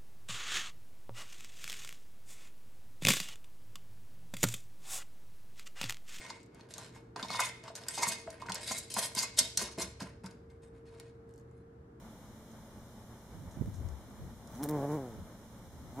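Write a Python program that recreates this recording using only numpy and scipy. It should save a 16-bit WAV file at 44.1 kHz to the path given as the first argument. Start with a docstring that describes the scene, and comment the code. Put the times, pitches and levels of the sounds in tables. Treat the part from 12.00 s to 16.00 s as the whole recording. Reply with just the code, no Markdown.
"""Bumblebee leaving a flower.

A bumblebee clambers out of a bloom with faint rustles while puffs of air buffet the microphone.
It takes off, clips a petal with its wings, hovers past a small camera, lands, then starts again.
Wing strokes make the hum, wing flips the overtones. Far bees hum over garden wash and camera hiss."""
import sys
import numpy as np
from scipy import signal
from scipy.fft import rfft, irfft
from scipy.io import wavfile

SR = 44100
rng = np.random.default_rng(int(sys.argv[2]) if len(sys.argv) > 2 else 0)


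def wav_out(sig):
    """Save sig, one row per channel (or a flat mono array), as 16-bit PCM at SR to the path in sys.argv[1]."""
    wavfile.write(sys.argv[1], SR, np.round(np.clip(np.atleast_2d(sig).T, -1, 1) * 32767).astype(np.int16))


N = 176400
FLUTTER_HZ, SNAP_LEAD_S = 110, 0.001205  # wing jitter bandwidth; flip ahead of stroke


def amp(db):
    """Decibels to gain."""
    return 10 ** (np.asarray(db) / 20)


def unit(x):
    """Scale to rms 1."""
    return x / np.sqrt(np.mean(x ** 2) + 1e-20)


def curves(rows):
    """Each value column of a time table, at every sample."""
    time_s, *columns = np.transpose(rows)
    return [np.interp(np.arange(N) / SR, time_s, column) for column in columns]


def read(points, hz):
    """Interpolate a spectrum on a log axis."""
    freq_hz, value = np.transpose(points)
    return np.interp(np.log(hz + 1), np.log(freq_hz + 1), value)


def drift(rate_hz):
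    """Smooth random wobble, rms 1."""
    hz = np.fft.rfftfreq(N, 1 / SR)
    return unit(irfft(rfft(rng.standard_normal(N)) * np.exp(-(hz / rate_hz) ** 2) * (hz > 0), N))


def noise(tone, correlation=None):
    """Stereo noise, rms 1, of given spectral shape and left-right correlation."""
    # default left-right likeness: freq_hz, correlation
    likeness = [(30,0.66),(100,1),(250,0.99),(700,0.93),(1400,0.64),(2500,0.065)]
    hz = np.fft.rfftfreq(N, 1 / SR)
    if correlation is None:
        correlation = read(likeness, hz)
    mid, side = rfft(rng.standard_normal((2, N))) * amp(read(tone, hz))
    mid, side = mid * np.sqrt(1 + correlation), side * np.sqrt(1 - correlation)
    return unit(irfft(np.array([mid + side, mid - side]), N))


def burst(start_s, rise_s, decay_s):
    """Envelope: linear rise, exponential decay."""
    t = np.arange(N) / SR - start_s
    return np.clip(t / rise_s, 0, 1) * np.exp(-np.maximum(t - rise_s, 0) / decay_s)


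def garden():
    """Distant outdoor wash, gently uneven."""
    # wash spectrum: freq_hz, gain_db
    tone = [(20,-11),(55,1.5),(120,-3),(230,-0.5),(400,-10),(580,-8),(770,-13),(880,-9.5),(990,-13.5),(2200,-23.5),(4000,-30.5),(16000,-57)]
    return noise(tone) * amp(-53.5 + 1.26 * drift(rate_hz=11))


def camera_hiss():
    """Steady self-noise of the camera."""
    # hiss spectrum: freq_hz, gain_db
    tone = [(100,3),(1500,-1.5),(3300,0.5),(6000,1),(9000,-2.5),(14000,-5.5),(15300,-10),(16000,-33)]
    return noise(tone) * amp(-63.5)


def wings(cycles, beat_hz, fundamental_db, octave_db, snap_db, attitude):
    """Stroke and return give two low tones; the wing's flip adds one snap of overtones a beat."""
    # overtones at attitude -1 (lifting), 0 (side-on), 1 (turned): harmonic, gain_db
    lifting = [(3,-3),(4,-6.5),(5,-2.5),(6,-2.5),(7,-4),(8,-13),(12,-21.5),(20,-31)]
    side_on = [(3,6.5),(4,-9),(5,-9),(6,-3),(7,-5),(8,-24),(9,-16),(12,-25),(14,-20.5),(20,-41)]
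    turned = [(3,-1.5),(4,1.5),(5,-3),(6,-8.5),(7,-21),(8,-11.5),(9,-29),(12,-19),(14,-40),(20,-36)]
    knee_harmonic, blur_rad = 2.9, 0.059  # lead starts above the knee; blur is per harmonic
    harmonics = np.arange(1, 21)
    spectra = [amp(read(tone, harmonics)) for tone in (lifting, side_on, turned)]
    spectra = [gains / np.linalg.norm(gains[2:]) for gains in spectra]
    lead_s = SNAP_LEAD_S - 0.0001 * attitude
    out = 0
    for n, *shares in zip(harmonics, *spectra):
        if n <= 2:
            gain = amp(fundamental_db if n == 1 else octave_db)
        else:
            gain = amp(snap_db) * np.interp(attitude, [-1, 0, 1], shares)
        lead_cycles = lead_s * beat_hz * max(n - knee_harmonic, 0)
        flutter_rad = blur_rad * n * drift(FLUTTER_HZ)
        out += gain * np.cos(2 * np.pi * (n * cycles + lead_cycles) + flutter_rad)
    return np.sqrt(2) * out


def far_bees():
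    """Two faint wing hums that wander in pitch and swell."""
    # distant bees: beat_hz, fundamental_db, octave_db, overtones_db
    bees = [(117.9,-60.5,-68.5,-71.5),(108.76,-78,-59.5,-70)]
    # their common swell: time_s, gain_db
    swell = [(0,-7),(.5,-1.5),(1.15,-1),(1.5,-12),(2.1,-1.5),(3.3,-4)]
    out = 0
    for beat_hz, *levels_db in bees:
        cycles = np.cumsum(beat_hz * (1 + 0.0218 * drift(rate_hz=3.8))) / SR
        out += wings(cycles, beat_hz, *levels_db, attitude=1)
    return out * amp(curves(swell)[0])


def wind():
    """Low turbulence at the microphone ports, and single eddies that push, then suck."""
    # breeze: time_s, level_db, left_minus_right_db
    breeze = [(0,-71,9),(.4,-64,2),(1.28,-66,-6),(1.38,-46.5,-5),(1.48,-47,-2),(1.54,-57,9),(1.59,-41.5,-10),(1.69,-39,6),(1.73,-48.5,7),(1.87,-42.5,4),(2.0,-59,18),(2.17,-53.5,-3),(2.24,-42.5,2),(2.33,-56.5,6),(3.1,-57,4),(3.19,-44.5,-2),(3.33,-63,1),(3.7,-55.5,-3),(3.8,-49,-2),(4,-58,9)]
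    # turbulence spectrum: freq_hz, gain_db
    tone = [(20,-30),(45,-5),(80,-1),(110,-4),(170,-6),(300,-20),(600,-28.5),(1500,-55)]
    # eddies: centre_s, level_db, half_width_s, pan (-1 left, 1 right)
    puffs = [(1.574,-25.5,0.0021,0.54),(1.604,-33,0.0037,.6),(1.6135,-15,0.0025,0.73),(1.6217,-21,0.0013,0.58),(1.677,-22.5,0.0024,.9),(1.6874,-28,.0024,.7),(1.7442,-30,0.0039,-0.96),(1.8146,-30,0.0014,-0.43),(1.8648,-23,0.0045,-0.48)]
    level_db, balance_db = curves(breeze)
    ports = amp(np.array([balance_db, -balance_db]) / 2)
    ports /= np.sqrt((ports ** 2).mean(0))
    out = noise(tone, correlation=0.71) * amp(level_db - 1) * ports
    for centre_s, puff_db, half_width_s, pan in puffs:
        u = (np.arange(N) / SR - centre_s) / half_width_s
        pressure = amp(puff_db) * np.sin(-2 * u) * np.exp(-u ** 2)
        out += np.array([[1 - pan], [1 + pan]]) / 2 * pressure
    return out


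def leg_rustles():
    """Legs scratch softly over petals and leaves."""
    # scratches: start_s, level_db, decay_s
    rustles = [(.512,-61.5,.01),(1.508,-63.5,0.037),(1.738,-60.5,0.035),(1.886,-52.5,0.0014),(2.471,-54,0.005),(2.551,-57,.004)]
    # scratch spectrum: freq_hz, gain_db
    tone = [(800,-26),(2500,2),(4000,6),(6300,14),(8500,8),(10800,3),(15000,-24)]
    rise_s = 0.0029
    envelope = sum(amp(db) * burst(start_s, rise_s, decay_s) for start_s, db, decay_s in rustles)
    return envelope * noise(tone, correlation=0.85)


def air_throb():
    """Air throbs at the microphone, mostly left: a low, wavering, sinking tone."""
    # throb: time_s, pitch_hz, level_db
    glide = [(1.66,120,-49),(1.745,97.9,-47.5),(1.8,86.6,-40),(1.83,84,-49),(1.862,85.6,-31.5),(1.89,74.4,-44),(1.95,70.6,-44.5),(1.99,66,-57)]
    pan, waver = -0.52, 0.1
    t = np.arange(N) / SR
    pitch_hz, level_db = curves(glide)
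    cycles = np.cumsum(pitch_hz * (1 + waver * drift(rate_hz=47))) / SR
    tone = np.sqrt(2) * np.sin(2 * np.pi * cycles)
    gate = (t > glide[0][0]) & (t < glide[-1][0])
    envelope = amp(level_db + 1.5 * drift(rate_hz=21)) * gate
    return np.array([[1 - pan], [1 + pan]]) * tone * envelope


def wing_swish(cycles):
    """Air hisses off the wings, peaking mid-stroke."""
    # swish: time_s, level_db
    swish = [(2.42,-110),(2.5,-62.5),(2.56,-55.5),(2.61,-58.5),(2.71,-58.5),(2.8,-56),(2.88,-57.5),(2.93,-52),(2.99,-61),(3.15,-65.5),(3.4,-88),(3.88,-75),(3.99,-57)]
    # swish spectrum: freq_hz, gain_db
    tone = [(300,-6),(900,8.5),(2000,-3.5),(3500,-3.5),(6500,-2),(10000,-5.5),(16000,-8.5)]
    pulsing = unit(1 - 0.51 * np.cos(2 * np.pi * cycles))
    return noise(tone) * amp(curves(swish)[0]) * pulsing


def wing_turbulence(cycles, beat_hz, snap_db):
    """Each flip rasps and sheds a rough wake, strongest as the bee swerves."""
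    # wake relative to the overtones: time_s, gain_db
    wake_gain = [(2.66,-11),(2.745,-17),(2.785,-7.5),(2.815,-5),(2.86,-11),(2.89,-16),(2.95,-11),(2.98,-13)]
    # wake and rasp spectra: freq_hz, gain_db
    wake_tone = [(150,-9),(400,-1.5),(680,-2.5),(1100,-13),(1700,-27),(6000,-41)]
    rasp_tone = [(700,-27),(1650,-5),(4000,-21)]
    sharpness, steady_wake = 2.2, 1.1  # steady part relative to the flip pulses
    flip = unit(np.exp(sharpness * np.cos(2 * np.pi * (cycles + SNAP_LEAD_S * beat_hz))))
    wake = noise(wake_tone) * amp(snap_db + curves(wake_gain)[0]) * unit(flip + steady_wake)
    rasp = noise(rasp_tone) * amp(snap_db - 26.5) * flip
    return wake + rasp


def near_bee():
    """Two close flights; one wing beat drives tones, turbulence and swish."""
    # first flight, wing rate: time_s, beat_hz
    beat = [(2.56,112.6),(2.585,124.9),(2.62,143.1),(2.635,152.6),(2.666,139.3),(2.694,154.2),(2.752,149),(2.812,134.5),(2.84,144.1),(2.868,138.6),(2.9,150),(2.918,146),(2.952,159),(2.982,139.6),(3.05,125.9),(3.125,109),(3.2,107.8)]
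    # first flight, buzz: time_s, fundamental_db, octave_db, overtones_db
    buzz = [(2.56,-67,-48.5,-58),(2.585,-58,-46.5,-55),(2.612,-60,-39.5,-46),(2.636,-41.5,-37,-50),(2.66,-47,-47,-39.5),(2.676,-51,-38.5,-52),(2.692,-41.5,-36.5,-42.5),(2.75,-37.5,-37,-36),(2.808,-42,-42,-40),(2.848,-40,-41,-36.5),(2.872,-44,-40,-43),(2.905,-38.5,-39,-38),(2.948,-38.5,-37.5,-39.5),(3.01,-47.5,-45.5,-43.5),(3.11,-53.5,-53,-51.5),(3.2,-61,-67,-61.5)]
    # second start: time_s, beat_hz, fundamental_db, octave_db, overtones_db
    restart = [(3.901,115.4,-66,-70,-68),(3.955,123.4,-58,-56,-57),(3.981,135.7,-45.5,-43,-48),(4.0,140.4,-70,-38,-39)]
    # body turn: time_s, attitude (-1 lifting, 0 side-on, 1 turned)
    turn = [(2.61,-1.4),(2.645,-.3),(2.662,0.86),(2.69,0.18),(2.752,0.26),(2.785,0.61),(2.855,0.83),(2.89,0.28),(2.955,0.14),(2.985,0.53),(3.1,0.98),(3.9,-0.96)]
    jitter, fade_s, strike_s = 0.0051, 0.042, 2.6393
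    t = np.arange(N) / SR
    beat_hz, = curves(list(beat) + [row[:2] for row in restart])
    fundamental_db, octave_db, snap_db = curves(list(buzz) + [(row[0], *row[2:]) for row in restart])
    attitude = np.clip(curves(turn)[0], -1, 1)
    cycles = np.cumsum(beat_hz * (1 + jitter * drift(FLUTTER_HZ))) / SR
    cycles -= np.interp(strike_s, t, cycles)  # a flip falls on the hardest petal strike
    flying = 0
    for flight in (buzz, restart):
        inside_s = np.minimum(t - flight[0][0], flight[-1][0] - t)
        flying += np.clip(1 + inside_s / fade_s, 0, 1)
    tones = wings(cycles, beat_hz, fundamental_db, octave_db, snap_db, attitude)
    return flying * (tones + wing_turbulence(cycles, beat_hz, snap_db)) + wing_swish(cycles)


def petal_strikes():
    """Wing tips hit a petal: bright ticks with faint tails."""
    # hits: start_s, level_db, decay_s
    strikes = [(2.6279,-39,.0007),(2.6330,-33.5,0.0009),(2.6393,-30,0.00054),(2.6458,-41,0.00073),(2.6528,-47,.0008),(2.6601,-44,0.00077),(2.6888,-31,0.00031),(2.6953,-32.5,0.00038),(2.7103,-44,0.0013)]
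    # tick spectrum: freq_hz, gain_db
    tone = [(400,-2),(1250,6),(3500,-4),(5400,1.5),(7000,-2.5),(8700,3.5),(11300,-4),(13300,4),(16500,-8)]
    rise_s, envelope = 0.0002, 0
    for start_s, level_db, decay_s in strikes:
        tail = amp(-21) * burst(start_s, rise_s, decay_s=0.01)
        envelope += amp(level_db) * (burst(start_s, rise_s, decay_s) + tail)
    return envelope * noise(tone, correlation=0.78)


def scene():
    """All sources at the two microphone ports."""
    background = garden() + camera_hiss() + far_bees()
    return background + wind() + leg_rustles() + air_throb() + near_bee() + petal_strikes()


def record(dry):
    """The camera's three notches, then its band limit."""
    # notch filters: centre_hz, width_hz
    notches = [(2620,606),(4620,700),(7980,380)]
    for centre_hz, width_hz in notches:
        dry = signal.lfilter(*signal.iirnotch(centre_hz, centre_hz / width_hz, SR), dry)
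    lowpass = signal.firwin(401, cutoff=15850, window=("kaiser", 8), fs=SR)
    return signal.oaconvolve(dry, lowpass[None], "same")


dry = scene()
out = record(dry)
wav_out(out)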